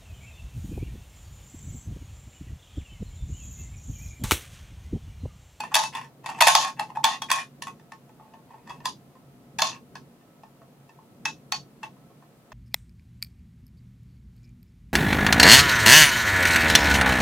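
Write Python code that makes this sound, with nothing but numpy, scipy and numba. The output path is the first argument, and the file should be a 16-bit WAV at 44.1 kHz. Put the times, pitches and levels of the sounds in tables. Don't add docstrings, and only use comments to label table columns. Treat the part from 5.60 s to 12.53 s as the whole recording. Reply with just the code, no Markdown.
import sys
import numpy as np
from scipy import signal
from scipy.fft import rfft, irfft
from scipy.io import wavfile
from numba import njit

SR = 44100
rng = np.random.default_rng(int(sys.argv[2]) if len(sys.argv) > 2 else 0)


def natural_amplitude(level_db):
    exponent = np.asarray(level_db, float) / 20
    return 10 ** exponent


def to_wav(s):
    ch = np.atleast_2d(s).T
    pcm = np.round(np.clip(ch, -1, 1) * 32767)
    wavfile.write(sys.argv[1], SR, pcm.astype(np.int16))


N = 305613

# frequency in Hz, level in dB per Hz.
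RUMBLE_AND_HISS = [(12, -47.5), (20, -30), (27, -34), (53, -19), (91, -18), (128, -7), (230, -7),
                   (372, -15), (551, -17.5), (616, -21.5), (709, -23), (1600, -35), (5670, -45),
                   (15200, -44.5), (16500, -56.5)]
# frequency in Hz, side minus mid in dB.
NOISE_SIDE = [(60, -6), (110, -13.5), (200, -13), (380, -13.5), (700, -7.5), (1290, -1), (2380, -0.5),
              (4400, 1.5), (8120, 0), (15000, -1.5)]
# frequency in Hz, width in Hz, level in dB.
FAN_LINES = [(140, 12, -61), (237, 25, -66), (700, 20, -74), (1303, 8, -82)]
# time in seconds, cavity peak in dB, brightness in dB,
# cavity pitch in Hz set by the grip, favoured wall mode in Hz.
SNAPS = [(0.002, -24.5, -10, 847, 2510), (0.143, -20, -2.5, 872, 1740), (0.192, -14.5, -12.5, 887, 2570),
         (0.351, -29.5, -5.5, 913, 1830), (0.661, -25, -8.5, 900, 1900), (0.69, -25, -17, 901, 2730),
         (0.809, -9.5, -3.5, 919, 2740), (0.87, -6.5, -4, 904, 1630), (0.952, -6.5, -1, 1069, 3630),
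         (1.196, -20, -12, 843, 2696), (1.371, -21, -30, 830, 1790), (1.444, -10.5, -1, 900, 3402),
         (1.62, -23.5, -7.5, 890, 3290), (1.703, -23.5, 1, 1070, 1640), (2.022, -31, -0.5, 1082, 1780),
         (2.07, -29, -11.5, 1097, 1980), (3.096, -39, -6.5, 956, 3373), (3.256, -21, -5, 1035, 4794),
         (3.988, -23.5, -2, 900, 1670), (4.021, -13, -1, 1076, 4210), (4.355, -32.5, -6.5, 1072, 1700),
         (5.655, -23, 1.5, 900, 2596), (5.922, -22, 1.5, 848, 4474), (6.236, -31, -17, 900, 2670)]
# time in seconds,
# cavity peak in dB, brightness in dB, favoured wall mode in Hz.
REBOUNDS = [(0.146, -18, 5, 3450), (0.154, -11.5, 1, 3740), (0.165, -11.5, -5.5, 2580),
            (0.237, -22, -7.5, 2630), (0.369, -37, -5.5, 1830), (0.7, -26.5, -17, 1790),
            (0.814, -8, -3, 2623), (0.822, -6, -1, 1830), (0.874, -8, 3, 1764), (0.883, -6, -2, 1063),
            (0.889, -12.5, -6, 2630), (1.205, -23, -22.5, 1850), (1.452, -14.5, 0, 3390),
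            (1.647, -59.5, -2, 4090), (1.716, -13, -5.5, 2550), (2.081, -34, -11.5, 2550),
            (3.105, -29.5, -22, 1990), (3.995, -21.5, -4.5, 1750), (4.043, -31.5, 5, 2500),
            (6.241, -37, -23.5, 2690)]
# time in seconds,
# cavity peak in dB, brightness in dB, cavity pitch in Hz.
TICKS = [(0.037, -24.5, -14, 696), (0.445, -45, -3, 906), (0.642, -36.5, -13, 900), (1.314, -41, -28, 843),
         (2.197, -53, -2.5, 660), (2.32, -35.5, -4, 900), (2.493, -52, -6.5, 844), (2.598, -41, -27, 873),
         (2.738, -41, -13, 892), (2.905, -41, -23, 920), (2.941, -39.5, -21, 880), (3.075, -41.5, -4, 960),
         (3.203, -44.5, -6.5, 950), (3.554, -49, -16.5, 1032), (4.611, -57, -9, 727),
         (4.834, -38, -18, 692), (5.018, -42.5, -21, 666), (5.293, -46, -6, 907), (5.388, -43.5, -24, 887),
         (6.366, -53.5, -17.5, 1024), (6.503, -51.5, -17, 694), (6.624, -47.5, -14, 1060),
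         (6.919, -34.5, -9.5, 626)]
# start, strongest moment and end in seconds,
# cavity level in dB, wire level above it in dB.
RUBS = [(0.013, 0.042, 0.15, -53, 6.5), (0.11, 0.119, 0.16, -31, -13.5), (0.17, 0.232, 0.23, -18.5, -10),
        (0.32, 0.334, 0.48, -35, -3.5), (0.33, 0.37, 0.44, -39, -9.5), (0.632, 0.706, 0.81, -35.5, -5),
        (0.749, 0.789, 0.79, -30, -9.5), (0.95, 1.0, 1.107, -18, -4.5), (1.167, 1.197, 1.27, -34, -4.5),
        (1.279, 1.311, 1.306, -34, -14), (1.347, 1.364, 1.369, -26, -9), (1.431, 1.44, 1.442, -22, -4),
        (1.684, 1.718, 1.843, -23, 2), (1.46, 1.468, 1.567, -18, -3.5), (1.73, 1.77, 1.79, -23, -16),
        (4.04, 4.042, 4.18, -31, -1.5), (2.574, 2.612, 2.95, -55, -16), (2.708, 2.74, 2.82, -54, -14.5),
        (2.867, 2.914, 3.2, -57, -9), (3.05, 3.1, 3.19, -42.5, -4.5), (3.235, 3.25, 3.254, -39, -3.5),
        (6.227, 6.23, 6.25, -33, -4)]
# pitch in Hz, level in dB,
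# time to fall by 60 dB in seconds.
STEEL_MODES = [(645, -10, .07), (715, -10, .05), (785, -8, .055), (904, -2, .065), (978, -6, .05),
               (1075, -3, .06), (1238, -17, .05), (1720, -3, .045), (1830, -1, .05), (1965, -4, .04),
               (2265, -8, .04), (2550, 0, .05), (2680, 0, .05), (3320, -4, .035), (3425, -2, .04),
               (3550, 0, .045), (4250, -3, .035), (4490, -4, .04), (4680, -3, .04), (5140, -5, .03),
               (5430, -4, .03), (6030, -3, .035), (6430, -6, .025), (7330, -2, .025), (7900, -2, .025),
               (9400, -4, .02)]
EDGES_HZ = [580, 1420, 3050, 6800, 10500, 17500]
CRACK_DB = [-28, 2, -2.5, -4, 3.5]
# level in dB, time to fall by 60 dB in seconds.
COIL_BUZZ = [(-32, 0.13), (-5.5, 0.11), (-4.5, 0.15), (-7.5, .15), (-4, 0.018)]
# frequency in Hz, time to fall by 60 dB in seconds, dB against direct sound.
ROOM_ECHO = [(900, 0.11, -5), (2200, 0.089, -3.5), (4800, 0.15, -7.5), (8500, 0.14, -15),
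             (13000, 0.065, -7)]

# wall, wire and crack band above the brightness of a contact, in dB
SNAP_DB, REBOUND_DB, TICK_DB = (1.1, -0.06, -10), (2.5, 2.53, -6), (0.34, -5, -17.5)
THUD_DB, THUD_LATE_S, THUD_WIDE_S = 7.5, 0.036, 0.09
WANDER_DB, WANDER_S = 1.2, 0.15
SCATTER_DB, PITCH_SCATTER = 3.0, 0.007
RING_PER_DB = 0.2
FLUTTER_DB, FLUTTER_S = 4, 0.007
SKID, SKID_T60_S = 0.06, 0.016
CRACK_FADE_DB_PER_S = 1.23
FAVOURED_BAND_DB = 3
RUB_RISE_DB, RUB_FALL_DB = 22, 27.5
TICK_SPREAD_DB = 2.5
KNEE_DB, RATIO, ATTACK_S, RELEASE_S = -31, 2.6, 0.0025, 0.014


def band(x, lo_hz, hi_hz):
    return signal.sosfilt(signal.butter(3, [lo_hz, hi_hz], "bandpass", fs=SR, output="sos"), x)


def below(x, hz):
    return signal.sosfiltfilt(signal.butter(2, hz, fs=SR, output="sos"), x)


def level(x, db):
    return x * natural_amplitude(db) / np.sqrt(np.mean(x ** 2))


def on_log(table, hz):
    f, v = np.transpose(table)
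    return np.interp(np.log(hz + 1), np.log(f), v)


def fading(t60, size):
    return np.exp(-np.log(1000) * np.arange(size) / SR / t60)


def rumble_db():
    t = np.arange(N) / SR
    swell = sum(np.exp(-((t - row[0] - THUD_LATE_S) / THUD_WIDE_S) ** 2) for row in SNAPS)
    knots = rng.standard_normal(N // 6000 + 2)
    wander = np.interp(t, np.arange(len(knots)) * WANDER_S, knots)
    return THUD_DB * np.tanh(swell) + WANDER_DB * wander - 5.0


def floor():
    hz = np.fft.rfftfreq(N, 1 / SR)
    mid, side = rfft(rng.standard_normal((2, N))) * natural_amplitude(on_log(RUMBLE_AND_HISS, hz))
    side = side * natural_amplitude(on_log(NOISE_SIDE, hz))
    out = level(irfft(np.array([mid + side, mid - side]), N), -55)
    for f, width, db in FAN_LINES:
        out = out + level(band(rng.standard_normal(N), f - width / 2, f + width / 2), db)
    return out + below(out, 500) * (natural_amplitude(rumble_db()) - 1)


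def grip(s):
    return max(row for row in SNAPS + TICKS if row[0] < s)[3]


def contacts():
    hits = [(s, db, bright + np.array(SNAP_DB), low, hz) for s, db, bright, low, hz in SNAPS]
    hits += [(s, db, bright + np.array(REBOUND_DB), grip(s), hz) for s, db, bright, hz in REBOUNDS]
    hits += [(s, db, bright + np.array(TICK_DB), low, 1800) for s, db, bright, low in TICKS]
    return hits


def body(cavity_hz, favoured_hz, favour_db, size=9000):
    hz, db, t60 = np.transpose(STEEL_MODES)[:, :, None]
    t = np.arange(size) / SR
    luck = rng.standard_normal((4, len(STEEL_MODES), 1))
    pitch = hz * (1 + PITCH_SCATTER * luck[0])
    db = db + SCATTER_DB * luck[2]
    height = favoured_hz / 3000
    cavity = (cavity_hz, 3.0, 1.1)
    favoured = (favoured_hz, favour_db * max(height, 1), 1 + RING_PER_DB * favour_db * height)
    for f, top_db, longer in (cavity, favoured):
        nearest = np.argmin(np.abs(hz - f))
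        pitch[nearest], db[nearest] = f, top_db
        t60[nearest] = t60[nearest] * longer
        luck[1, nearest] /= 3
    turn = 2 * np.pi * pitch * t
    gap = np.minimum(0.2 + hz / 5000, 1.4) * luck[1]
    ring = natural_amplitude(db) * np.sign(luck[3]) * fading(t60, size)
    ring *= 1 - fading(0.0025, size)
    knots = rng.standard_normal((len(STEEL_MODES), 60))
    flutter = np.array([np.interp(t, np.arange(len(k)) * FLUTTER_S, k) for k in knots])
    ring *= natural_amplitude(FLUTTER_DB * flutter)
    ring = np.array([ring * np.sin(turn + gap / 2), ring * np.sin(turn - gap / 2)])
    noise = rng.standard_normal((3, size))
    noise = noise[0] + 0.95 * noise[1:]
    grain = natural_amplitude(3.3 * np.repeat(rng.standard_normal(size // 90), 90))
    out = []
    for lo, hi, crack_db, (buzz_db, buzz_t60) in zip(EDGES_HZ, EDGES_HZ[1:], CRACK_DB, COIL_BUZZ):
        inside = (hz[:, 0] > lo) & (hz[:, 0] < hi)
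        crack = natural_amplitude(crack_db) * fading(0.014, size)
        buzz = natural_amplitude(buzz_db) * fading(buzz_t60, size) * grain
        out.append(ring[:, inside].sum(axis=1) + level(band(noise, lo, hi), 0) * (crack + buzz))
    return np.array(out)


def snaps():
    out = np.zeros((2, N + SR))
    for s, db, (wall_db, wire_db, crack_db), cavity_hz, hz in contacts():
        skid = SKID * rng.standard_normal(150) * fading(SKID_T60_S, 150)[::-1]
        skid[-1] = 1
        struck = body(cavity_hz, hz, np.clip(-0.6 * (db + 11), 1.5, 7))
        rung = signal.fftconvolve(struck, skid[None, None], axes=2)
        rung /= np.abs(rung.mean(axis=1)).max(axis=1)[:, None, None]
        crack_db = crack_db - CRACK_FADE_DB_PER_S * (s - 2)
        if hz > EDGES_HZ[2]:
            wall_db, wire_db = wall_db - FAVOURED_BAND_DB, wire_db + FAVOURED_BAND_DB
        db = db + 0.57 * (RATIO - 1) * max(db - KNEE_DB - 6.0, 0)
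        band_db = np.array([-2, wall_db, wire_db, crack_db + 3.5, crack_db + 0.5])
        hit = np.tensordot(natural_amplitude(db + band_db), rung, axes=1)
        start = max(int(s * SR) - 160, 0)
        out[:, start:start + hit.shape[1]] += hit
    return out[:, :N]


def rubs():
    out, t = 0, np.arange(N) / SR
    for *s, top_db, wire_db in RUBS:
        db = top_db - np.array([RUB_RISE_DB, 0, RUB_FALL_DB])
        slips = rng.random(N) < 1500 / SR
        ticks = slips * rng.standard_normal(N) * natural_amplitude(TICK_SPREAD_DB * rng.exponential(size=N))
        cavity, wall, wire, crack, air = body(grip(s[2] + 0.01), 1830, 1.9)
        bright = wall + 0.37 * wire + 0.35 * crack + 0.15 * air
        for ring, gain_db in ((cavity, db - 2.5), (bright, db + wire_db - 2.5)):
            ring = ring / np.sqrt(np.sum(ring ** 2) / 2 * np.mean(ticks ** 2))
            push = ticks * natural_amplitude(np.interp(t, s, gain_db, left=-140, right=-140))
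            out = out + signal.fftconvolve(ring, push[None], axes=1)[:, :N]
    return out


def room(x, size=20000):
    noise = rng.standard_normal((3, size))
    noise = noise[0] + 1.1 * noise[1:]
    rise = 1 - fading(0.12, size)
    tail = 0
    for lo, hi, (_, t60, db) in zip(EDGES_HZ, EDGES_HZ[1:], ROOM_ECHO):
        echoes = band(noise, lo, hi) * fading(t60, size) * rise
        tail = tail + level(echoes, db) * np.sqrt(2 * (hi - lo) / SR / size)
    return signal.fftconvolve(x.mean(axis=0)[None], tail, axes=1)[:, :N]


def scene():
    steel = band(band(snaps() + rubs(), 590, 19000), 650, 14000)
    shade = band(steel, 4000, 19000) * np.array([[-0.18], [0.18]])
    return steel + shade + room(steel) + floor()


@njit
def squeeze(loud, knee, power, attack, release):
    gain, e = np.ones(len(loud)), 0.
    for i in range(len(loud)):
        e += (loud[i] - e) * (attack if loud[i] > e else release)
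        if e > knee:
            gain[i] = (knee / e) ** power
    return gain


def roll_off(x):
    return signal.sosfilt(signal.butter(12, 16810, fs=SR, output="sos"), x)


def record(dry):
    rumble = below(dry, 450)
    upper = dry - rumble
    loud = np.abs(upper).mean(axis=0)
    gain = squeeze(loud, natural_amplitude(KNEE_DB) * 1., 1 - 1 / RATIO, 1 / (ATTACK_S * SR), 1 / (RELEASE_S * SR))
    squeezed = upper * gain
    bent = rumble + squeezed + 0.12 * band(squeezed ** 2, 22, 400)
    ceiling = np.tanh(bent * 1.689) / 1.108
    top = signal.ellip(8, 0.2, 60, 16200, fs=SR, output="sos")
    return roll_off(signal.sosfilt(top, ceiling))


dry = scene()
out = record(dry)
to_wav(out)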